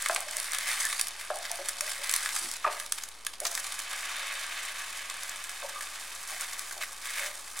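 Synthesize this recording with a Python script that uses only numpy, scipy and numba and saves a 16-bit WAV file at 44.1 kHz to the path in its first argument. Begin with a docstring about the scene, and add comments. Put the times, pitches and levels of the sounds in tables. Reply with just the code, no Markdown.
"""A small pancake fries in a non-stick pan, close up, in a home kitchen.
Thousands of tiny bubbles burst into a fizz, and drops of water spit in the oil. A wooden spatula knocks
and scrapes the pan and squeezes out steam as it slides under the pancake, lifts it and flips it.
The wet side slaps down, hisses, comes to the boil and dies down as a crust sets.
The small room reflects it all, over still air and a faint mains hum."""
import sys
import numpy as np
from scipy import signal
from scipy.fft import rfft, irfft
from scipy.io import wavfile
from scipy.ndimage import uniform_filter1d, map_coordinates
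from numba import njit

SR = 44100
rng = np.random.default_rng(int(sys.argv[2]) if len(sys.argv) > 2 else 0)


def output_pcm(signal):
    """Save a mono or channel-first signal as 16-bit PCM at the path in sys.argv[1].

    Samples are clipped to [-1, 1] before scaling.
    """
    pcm = np.clip(np.atleast_2d(signal).T, -1, 1) * 32767
    wavfile.write(sys.argv[1], SR, np.round(pcm).astype(np.int16))


N = 335160
TIME = np.arange(N) / SR
BINS = np.fft.rfftfreq(4096, 1 / SR)
LIFT_S, FLIP_S = 2.71, 3.43  # the pancake leaves the pan; its wet side lands


def amp(db):
    """Decibels to gain."""
    return 10 ** (np.asarray(db) / 20)


def unit(x):
    """Scales to rms 1."""
    return x / np.sqrt(np.mean(x ** 2) + 1e-20)


def curve(points, hz=BINS):
    """Interpolates breakpoints on a log-frequency axis."""
    point_hz, value = np.transpose(points)
    return np.interp(np.log(hz + 1), np.log(point_hz + 1), value)


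def add(mix, start_s, sound):
    """Mixes a sound in at a time."""
    part = mix[..., max(round(start_s * SR), 0):][..., :sound.shape[-1]]
    part += sound[..., :part.shape[-1]]


def colour(x, gain_db):
    """Causal EQ with the given gain on BINS."""
    log_gain = np.log(amp(np.r_[gain_db, gain_db[-2:0:-1]]))
    taps = np.fft.ifft(np.exp(np.conj(signal.hilbert(log_gain)))).real[:len(BINS)]
    return signal.oaconvolve(x, taps)[:len(x)]


def stereo(mid, side):
    """Mid and side to left and right: the microphone's two ports differ most in the treble."""
    # stereo width: freq_hz, side_gain_db
    width = [(100, -11.5), (600, -16.5), (1200, -24.5), (2500, -11), (5000, -10), (9000, -6.5), (13000, -1)]
    side = colour(side, curve(width))
    return np.array([mid + side, mid - side])


def pan_resonance_db():
    """The EQ that the hollow of the pan puts on the frying."""
    # resonances of the pan: centre_hz, width_hz, gain_db
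    resonances = [(550.4, 15, 10.5), (1137, 115, 7), (1250, 66, 3.5), (1557, 140, 3), (1673, 48, 3),
                  (2246, 25, 3), (2575, 66, 6.5), (2727, 1170, -5), (3055, 100, 5.5), (3623, 110, 4),
                  (8350, 670, 1.5), (9450, 590, 1.5), (10550, 230, 2.5)]
    return sum(db / (1 + (2 * (BINS - hz) / width) ** 2) for hz, width, db in resonances)


def pops(scatter_db, scatter_s, count, size=512):
    """Bursting bubbles as mid and side: a click, then reflections off the pan's floor and wall."""
    taps = rng.standard_normal((count, 2, size)) * np.exp(-np.arange(size) / SR / scatter_s)
    taps *= amp(scatter_db) / np.linalg.norm(taps, axis=2, keepdims=True)
    taps[:, 0, 0] = 1
    taps[:, 1, 0] = 2 * rng.random(count) - 1  # place across the pan
    return taps


@njit
def scatter_grains(starts, sizes, kinds, bank, length):
    """Adds one grain from the bank at each start."""
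    out = np.zeros((2, length + bank.shape[2]))
    for i in range(len(starts)):
        for channel in range(2):
            for k in range(bank.shape[2]):
                out[channel, starts[i] + k] += sizes[i] * bank[kinds[i], channel, k]
    return out[:, :length]


def crackle(spectrum, per_s, spread_db, largest, clump_db, clump_hz,
            ping, scatter_db, scatter_s, coupling, count=300):
    """Bubbles of many sizes burst in flurries; coupling is how strongly they excite the pan."""
    flurry_rolloff = 1 + (np.fft.rfftfreq(N, 1 / SR) / clump_hz) ** 2
    flurry = unit(irfft(rfft(rng.standard_normal(N)) / flurry_rolloff, N))
    starts = np.flatnonzero(rng.random(N) < per_s / SR)
    signs = rng.choice([-1, 1], N)[starts]
    bulk = np.minimum(rng.exponential(1, N)[starts], largest)
    kinds = rng.integers(0, count, N)[starts]
    sizes = signs * amp(spread_db * bulk + clump_db * flurry[starts])
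    bank = pops(scatter_db, scatter_s, count)
    step = np.geomspace(1000, 13000, count)[:, None] / SR  # each bubble's own brief pitch
    cycles = step * np.arange(bank.shape[2])
    bank[:, 0] += ping * np.sqrt(step) * np.exp(-cycles / 2) * np.sin(2 * np.pi * cycles)
    bursts = scatter_grains(starts, sizes, kinds, bank, N)
    tone_db = curve(spectrum) + coupling * pan_resonance_db()
    return unit(stereo(*(colour(row, tone_db) for row in bursts)))


def heat(land_s=0.0083, boil_after_s=0.69):
    """Fizz and bubbling gains: steady, sinking at the lift; the wet side lands, boils and crusts over."""
    oil_db, oil_dries_db_per_s = -47, 13
    underside_db, lift_db_per_s, lift_depth_db = -46, 32, 9
    wet_db, wet_dries_db_per_s = -43.5, 1
    boil_db, heat_db_per_s, crust_db_per_s = -35.5, 14, 4.5
    lifted_s, cooked_s = np.maximum(TIME - LIFT_S, 0), np.maximum(TIME - FLIP_S, 0)
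    past_boil_s = cooked_s - boil_after_s
    oil = amp(oil_db - oil_dries_db_per_s * lifted_s)
    underside = amp(underside_db - np.minimum(lift_db_per_s * lifted_s, lift_depth_db))
    wet = amp(wet_db - wet_dries_db_per_s * cooked_s)
    boil = amp(boil_db - np.maximum(-heat_db_per_s * past_boil_s, crust_db_per_s * past_boil_s))
    landed = np.minimum(cooked_s / land_s, 1)
    return (1 - landed) * oil + landed * wet, (1 - landed) * underside + landed * boil


def shoves(skew=0.54, roundness=0.88):
    """Hiss and sputter gains: each shove or slap of the pancake meets hot oil and squeezes out steam."""
    # pushes on the pancake, at relative levels: start_s, length_s, hiss_db, sputter_db
    pushes = [(-.06, 0.39, -41, -44), (0.32, 0.31, -41, -44.5), (0.49, 0.44, -44, -39.5),
              (0.663, 0.16, -34, -36), (0.78, 0.23, -34, -43), (0.89, 0.21, -38, -52),
              (1.183, 0.1, -45, -45), (1.41, 0.32, -48.5, -47.5), (1.638, .13, -43, -46),
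              (1.815, 0.26, -40, -43.5), (2.009, 0.39, -39.5, -39), (2.212, 0.098, -38.5, -52),
              (2.311, 0.26, -35.5, -50), (2.698, 0.19, -44, -48.5), (2.928, 0.19, -47.5, -54),
              (3.399, 0.065, -47, -50), (3.46, 0.31, -46.5, -63), (6.269, 0.17, -43.5, -45),
              (6.393, 0.082, -42, -40), (6.44, 0.36, -45.5, -47.5), (6.807, 0.049, -45, -37),
              (7.018, 0.36, -47, -42), (7.154, 0.18, -38.5, -38.5), (7.538, 0.24, -46, -46.5)]
    hiss_power, sputter_power = np.zeros((2, N))
    for start_s, length_s, hiss_db, sputter_db in pushes:
        progress = np.clip((TIME - start_s) / length_s, 0, 1)
        pressure = np.maximum(np.sin(np.pi * progress ** skew), 0) ** roundness  # fast rise, slower fall
        hiss_power += (pressure * amp(hiss_db)) ** 2
        sputter_power += (pressure * amp(sputter_db)) ** 2
    return np.sqrt(hiss_power), np.sqrt(sputter_power)


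def under_spatula(sizzle, delay_s=0.000707, sway=0.29, glide_s=0.12, echo_gain=0.43):
    """The sizzle bounces off the sliding spatula; the gap keeps changing, so its resonances shift."""
    wander = rng.standard_normal(N)
    for _ in range(2):
        wander = uniform_filter1d(wander, int(glide_s * SR), mode="wrap")
    echo_at = (TIME - delay_s * np.exp(sway * unit(wander))) * SR
    echo = np.array([map_coordinates(row, [echo_at], order=3) for row in sizzle])
    return unit(sizzle + echo_gain * echo)


def sizzling(fizz_gain, hiss_gain, fizz_db=2.5, fresh_oil_db=1.0, steam_db=2.5, snaps_db=-5.5):
    """Open oil crackles and snaps; wet batter gives a fine steam hiss that takes over at the flip."""
    # tone of fizzing oil: freq_hz, gain_db
    fizz_eq = [(100, -51), (400, -37), (800, -0.5), (1600, -7.5), (3000, -2.5), (5000, 1.5), (7000, -0.5),
               (9500, 1), (11000, -3.5), (13000, -9), (16000, -23.5)]
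    # dry snap of a tiny droplet: freq_hz, gain_db
    snap_eq = [(100, -57), (1000, -11), (3000, 0), (6500, -9), (8100, 8), (8800, 3), (9800, 8.5),
               (12000, -9), (16000, -17)]
    # steam leaving the batter: freq_hz, gain_db
    steam_eq = [(100, -51), (400, -27), (800, -4), (1600, -2.5), (3000, -7.5), (5200, -0.5), (7000, 1.5),
                (9500, -0.5), (11000, -3), (13000, -8.5), (16000, -15)]
    # oil left alone is duller than freshly stirred oil: freq_hz, gain_db
    calm_eq = [(4500, 2), (8000, -4), (12000, -4)]
    fizz = crackle(fizz_eq, per_s=3200, spread_db=4.5, largest=3.4, clump_db=5, clump_hz=59.4,
                   ping=0.28, scatter_db=8, scatter_s=0.001, coupling=0.25)
    snaps = crackle(snap_eq, per_s=230, spread_db=3, largest=3.2, clump_db=-1.5, clump_hz=30.2,
                    ping=0.84, scatter_db=-1, scatter_s=0.00061, coupling=0.93)
    steam = crackle(steam_eq, per_s=8000, spread_db=5.5, largest=4.44, clump_db=3, clump_hz=60.4,
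                    ping=0.22, scatter_db=-4, scatter_s=0.0045, coupling=1.44)
    oil = unit(fizz + amp(snaps_db) * snaps)
    calm = np.array([colour(row, curve(calm_eq)) for row in oil])
    stirred = under_spatula(np.roll(oil, N // 2, axis=1))  # other bubbles of the same oil
    open_oil = amp(fizz_db) * fizz_gain * calm + amp(fresh_oil_db) * hiss_gain * stirred
    batter = np.hypot(amp(fizz_db) * fizz_gain, amp(steam_db) * hiss_gain) * steam
    wetness = np.where(TIME < FLIP_S, 0.12, 0.72)
    return np.sqrt(1 - wetness) * open_oil + np.sqrt(wetness) * batter


def bubbling(boil_gain, sputter_gain, boil_db=-2.0, blisters_db=-5, trapped_steam_db=0.5):
    """The underside boils, larger blisters pop singly, and squeezed steam sputters and bubbles out."""
    # dull boil beneath the pancake: freq_hz, gain_db
    boil_eq = [(100, -27), (400, -49), (600, -4.5), (900, -7), (1200, -6), (1600, 1.5), (2200, 8.5),
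               (3500, 1.5), (5000, -5.5), (8000, -10), (16000, -28)]
    # steam squeezed out: freq_hz, gain_db
    sputter_eq = [(100, -51), (500, -43), (1100, -16), (1650, -0.5), (2100, 9), (2800, -7), (5000, -7),
                  (16000, -12)]
    boil = crackle(boil_eq, per_s=9000, spread_db=3, largest=3.4, clump_db=1.5, clump_hz=66.6,
                   ping=1.88, scatter_db=10, scatter_s=0.0044, coupling=1.27)
    sputter = crackle(sputter_eq, per_s=1100, spread_db=7, largest=3.3, clump_db=1, clump_hz=200,
                      ping=0.57, scatter_db=-16, scatter_s=0.0045, coupling=1.0)
    blisters = crackle(boil_eq, per_s=130, spread_db=3, largest=2.2, clump_db=0, clump_hz=20,
                       ping=1.5, scatter_db=6, scatter_s=0.004, coupling=1.7)
    underside = unit(boil + amp(blisters_db) * blisters)
    underside_gain = amp(boil_db) * np.hypot(boil_gain, amp(trapped_steam_db) * sputter_gain)
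    return underside_gain * underside + sputter_gain * sputter


def room_tone(air_db=-59.5, hum_db=-67.5, hum_hz=50):
    """Still room air and mains hum."""
    # tone of the air: freq_hz, gain_db
    air_eq = [(20, 4), (50, -1), (85, 1), (140, -2.5), (300, 3), (600, 5), (1200, 8.5), (4000, -33),
              (16000, -52)]
    air = stereo(*(colour(row, curve(air_eq)) for row in rng.standard_normal((2, N))))
    hum = np.sin(2 * np.pi * hum_hz * TIME)
    return amp(air_db) * unit(air) + amp(hum_db) * unit(hum)


def small_spits(fizz_gain, oil_per_s=10, wet_per_s=5.5, above_fizz_db=20, count=150):
    """Cues for random spits, as strong as the oil is lively and fewer from wet batter."""
    chance = rng.random(count)
    size, body = rng.standard_normal((2, count))
    at = rng.integers(0, N, count)
    per_s = np.where(TIME[at] < FLIP_S, oil_per_s, wet_per_s)
    peak_db = 20 * np.log10(fizz_gain[at]) + above_fizz_db + 2.2 * np.clip(size, -2, 1)
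    body_db = -3 + 5 * np.clip(body, -2, 2)
    cues = np.column_stack([TIME[at], peak_db, body_db])
    return cues[chance < per_s * N / SR / count]


def spits(fizz_gain, trim_db=-1.6, crack_db=-6, lead_s=0.0009, ring_hz=9000, ring_width_hz=1500):
    """A drop of water cracks open in the oil, then bursts a moment later with its own bright ring."""
    # the loudest spits: start_s, relative_peak_db, body_db (lift of the lows and mids)
    loud_spits = [(0.023, -13.5, -25), (0.06, -9.5, 11), (0.086, -12, -17), (0.147, -8.5, -22),
                  (0.161, -8, 12.5), (0.205, -16.5, -24), (0.284, -19.5, 7.5), (0.31, -16, -8),
                  (0.368, -7.5, -45), (0.4, -11, -7), (0.443, -15.5, -1), (0.519, -13.5, -18),
                  (0.533, -12.5, 4), (0.547, -11.5, 2), (0.585, -11.5, -0.5), (0.715, -16, 3),
                  (0.852, -10.5, -16), (0.927, -14.5, 7), (0.995, -10.5, 1.5), (1.012, -5.5, -8),
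                  (1.07, -12.5, -0.5), (1.083, -15, -7), (1.358, -19, -7), (1.37, -21, 0),
                  (1.387, -20, -12), (1.452, -19.5, 5), (1.515, -12.5, -20), (1.557, -20, -5),
                  (1.657, -21, 4), (1.686, -11, -7), (1.691, -11, -5), (1.768, -23, 0), (1.808, -7, -2),
                  (1.917, -16, 1), (2.094, -8, -2), (2.113, -8, -31), (2.125, -14.5, -12),
                  (2.138, -4, -3.5), (2.162, -7, -12), (2.259, -12, 13), (2.29, -14.5, 4),
                  (2.364, -11.5, 6.5), (2.514, -14, -7), (2.538, -20, -17), (2.567, -18.5, -11),
                  (2.799, -15.5, -1), (2.862, -18, -7), (2.922, -5, -4.5), (2.984, -16, 4.5),
                  (3.036, -14, -8), (3.088, -24, -16), (3.249, -22.5, -4), (3.266, -11.5, 0.5),
                  (3.402, -12.5, -10), (3.551, -12, -4), (3.576, -14.5, 9.5), (3.597, -19, -1),
                  (3.667, -16.5, 2.5), (3.722, -16.5, 1), (3.791, -17, -4), (3.8, -17.5, 2),
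                  (3.932, -18, 8), (5.099, -14, -4), (5.233, -17.5, -2), (5.294, -17.5, -15),
                  (5.359, -23, -1), (5.44, -18.5, -16), (5.494, -16, 1), (5.808, -19, 9), (5.957, -21.5, 6),
                  (6.41, -13.5, -34), (6.593, -13.5, -5), (6.71, -22.5, 11), (7.591, -14, -10)]
    # tone of a spit: freq_hz, gain_db
    spit_eq = [(100, -36), (400, -14.5), (900, -4.5), (1700, 10.5), (3000, 7), (6000, 5), (10000, 2.5),
               (12500, -2), (16000, -9.5)]
    out = np.zeros((2, N))
    body_shelf = curve([(300, 1), (2200, 1), (6000, 0)])
    tone_db = curve(spit_eq) + pan_resonance_db()
    for start_s, peak_db, body_db in [*loud_spits, *small_spits(fizz_gain)]:
        froth_s = 0.0027 * amp(0.4 * body_db)  # full-bodied spits splutter longer
        crack, burst = pops(scatter_db=2, scatter_s=froth_s, count=2, size=2048)
        clicks = amp(crack_db) * crack + np.roll(burst, int(lead_s * SR), axis=1)
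        pitch_hz = ring_hz * (1 + 0.095 * rng.standard_normal())
        ring_db = 8 / (1 + (2 * (BINS - pitch_hz) / ring_width_hz) ** 2)
        spit = stereo(*(colour(row, tone_db + body_db * body_shelf + ring_db) for row in clicks))
        add(out, start_s, amp(trim_db + peak_db) * spit / abs(spit).max())
    return out


def knocks(thud_db=7, thud_s=0.0097, trim_db=-26, radiate_hz=510, sway=0.032, sway_s=0.015):
    """A blow thuds and rings the pan; the sliding spatula loads its modes, so their pitch wanders."""
    # wood and batter striking the pan: start_s, relative_db, centre_hz, spread_octaves, ring_factor
    blows = [(0.097, -15.5, 1000, 1.02, 0.35), (0.177, -28, 720, 0.47, 0.8), (1.303, -20, 820, 0.66, 0.5),
             (1.361, -29, 740, 0.5, 0.7), (1.504, -28.5, 740, 0.45, 0.86), (1.588, -30, 660, 1.0, 1.3),
             (2.646, -22.5, 1570, 1.8, 1), (2.665, -22.5, 1050, 1.2, 0.22),
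             (2.675, -22.5, 1100, 1.45, 0.13), (2.725, -33, 1150, 1.0, 0.4), (3.412, -34, 590, 1.1, 2.1),
             (5.628, -32.5, 890, 0.63, 0.26), (6.765, -35.5, 620, 0.6, 0.55)]
    # modes of the pan: pitch_hz, relative_db, t60_s
    modes = [(377, 7, 0.25), (573, -13, 0.36), (578, 8.5, 0.025), (653, -3, 0.39), (679, 0.5, 0.22),
             (762, -2.5, 0.26), (832, 4, 0.092), (990, -15, 0.043), (1174, 6, 0.01), (1290, -10, 0.021),
             (1440, -6, 0.035), (1650, 22.5, 0.011), (1820, -3, 0.056), (1950, -26, 0.056), (2580, 4, 0.21),
             (3070, -19, .03)]
    out, t = np.zeros(N), np.arange(SR // 2) / SR
    mode_hz, mode_db, t60_s = np.transpose(modes)[:, :, None]
    radiation_db = -10 * np.log10(1 + (radiate_hz / (BINS + 50)) ** 8)
    for start_s, level_db, centre_hz, octaves, ring_factor in blows:
        # where the blow lands sets each mode's sign and strength
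        strike = rng.choice([-1, 1], mode_hz.shape) * amp(rng.standard_normal(mode_hz.shape))
        wander = unit(uniform_filter1d(rng.standard_normal((len(modes), len(t))), int(sway_s * SR)))
        cycles = np.cumsum(mode_hz * (1 + sway * wander), axis=1) / SR
        decay = amp(mode_db - 60 * t / (t60_s * ring_factor))
        ring = (strike * decay * np.sin(2 * np.pi * cycles)).sum(0)
        thud = amp(thud_db) * rng.standard_normal(len(t)) * np.exp(-t / thud_s)
        contact_db = -20 * np.log10(1 + (np.log2((BINS + 1) / centre_hz) / octaves) ** 4)
        knock = colour(ring + thud, np.maximum(contact_db + radiation_db, -80))
        add(out, start_s, amp(level_db + trim_db) * unit(knock))
    return out


def spatula_contacts():
    """Brief narrow-band sounds of spatula on pan: scrapes, soft bumps and the ring or thump of knocks."""
    # contacts with the pan: start_s, length_s, level_db, pitch_hz, width_hz
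    contacts = [(0.262, 0.023, -47, 610, 70), (0.329, 0.1, -55, 620, 160), (0.686, 0.064, -43, 1920, 700),
                (0.821, 0.063, -37, 1790, 550), (1.302, 0.027, -37, 587, 90), (1.588, 0.039, -44, 569, 50),
                (1.766, 0.15, -52.5, 607, 190), (1.972, 0.084, -53.5, 572, 130),
                (2.383, 0.13, -59.5, 307, 236), (2.642, 0.015, -23, 1217, 302),
                (2.653, 0.032, -34, 930, 407), (2.66, 0.035, -37, 566, 130), (3.4, 0.067, -43.5, 624, 213),
                (5.621, 0.042, -42, 552, 70), (5.625, 0.063, -51, 917, 200), (5.734, 0.089, -45, 1156, 179),
                (6.298, 0.07, -52.5, 750, 400), (7.153, 0.18, -53, 595, 170), (7.157, 0.1, -49, 2130, 700)]
    out = np.zeros(N)
    for start_s, length_s, level_db, pitch_hz, width_hz in contacts:
        band_db = -30 * np.log10(1 + (2 * (BINS - pitch_hz) / width_hz) ** 2)
        band = colour(rng.standard_normal(SR), np.maximum(band_db, -100))[-int(length_s * SR):]
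        add(out, start_s, amp(level_db) * unit(band * signal.windows.tukey(len(band), 0.9)))
    return out


def splats(rise=0.11, fall=0.3, octaves=0.61):
    """Wet batter hits hot oil: a dense burst of tiny bubbles that swells and dies within a blink."""
    # the wet side lands, one edge and then the rest: start_s, half_length_s, level_db, centre_hz
    slaps = [(3.4485, 0.03, -31.5, 1500), (3.4507, 0.011, -24, 5200), (3.465, 0.022, -27, 5200)]
    out = np.zeros((2, N))
    for start_s, half_length_s, level_db, centre_hz in slaps:
        progress = np.arange(int(2 * half_length_s * SR)) / SR / half_length_s
        band_db = -10 * np.log10(1 + (np.log2((BINS + 1) / centre_hz) / octaves) ** 4)
        noise = rng.standard_normal((2, len(progress)))
        froth = unit(stereo(*(colour(row, band_db) for row in noise)))
        envelope = np.minimum(progress / rise, 1) * np.exp(-np.maximum(progress - fall, 0) / fall)
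        add(out, start_s, amp(level_db) * froth * envelope)
    return out


def kitchen_reverb(send, predelay_s=0.006):
    """Diffuse reflections of a small hard room, each band dying at its own speed."""
    # decay of the room: freq_hz, t60_s
    decay_times = [(200, 0.2), (700, 0.54), (2000, 0.29), (6000, 0.27), (15000, 0.21)]
    noise = rng.standard_normal((2, SR // 2)) * (np.arange(SR // 2) > predelay_s * SR)
    hz, t, bands = signal.stft(noise, SR, nperseg=256)
    decay = amp(-60 * t / curve(decay_times, hz)[:, None])
    tail = stereo(*signal.istft(bands * decay, SR)[1])
    return signal.fftconvolve(send.mean(0)[None], tail / np.linalg.norm(tail[0]), axes=1)[:, :N]


def scene():
    """The pan, the spatula and the room around them."""
    fizz_gain, boil_gain = heat()
    hiss_gain, sputter_gain = shoves()
    ambience = room_tone()
    spatula = np.tile(knocks() + spatula_contacts(), (2, 1))
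    frying = sizzling(fizz_gain, hiss_gain) + bubbling(boil_gain, sputter_gain) + splats()
    frying += spits(np.hypot(fizz_gain, amp(-31) * hiss_gain))
    reflections = kitchen_reverb(amp(-10) * frying + amp(-7.5) * spatula)
    return frying + spatula + reflections + ambience


def record(dry, dc_offset=-0.0029, cutoff_hz=16050):
    """The microphone's two ports differ slightly in treble; a small DC offset and a low-pass follow."""
    # balance of the ports: freq_hz, left_over_right_db
    balance = [(1500, 0), (2700, -.5), (6000, 0.5), (9500, -2), (13000, -0.5)]
    lean_db = curve(balance) / 2
    ports = np.array([colour(dry[0], lean_db), colour(dry[1], -lean_db)]) + dc_offset
    lowpass = signal.firwin(511, cutoff_hz, window=("kaiser", 9), fs=SR)
    return signal.oaconvolve(ports, lowpass[None], "same")


dry = scene()
out = record(dry)
output_pcm(out)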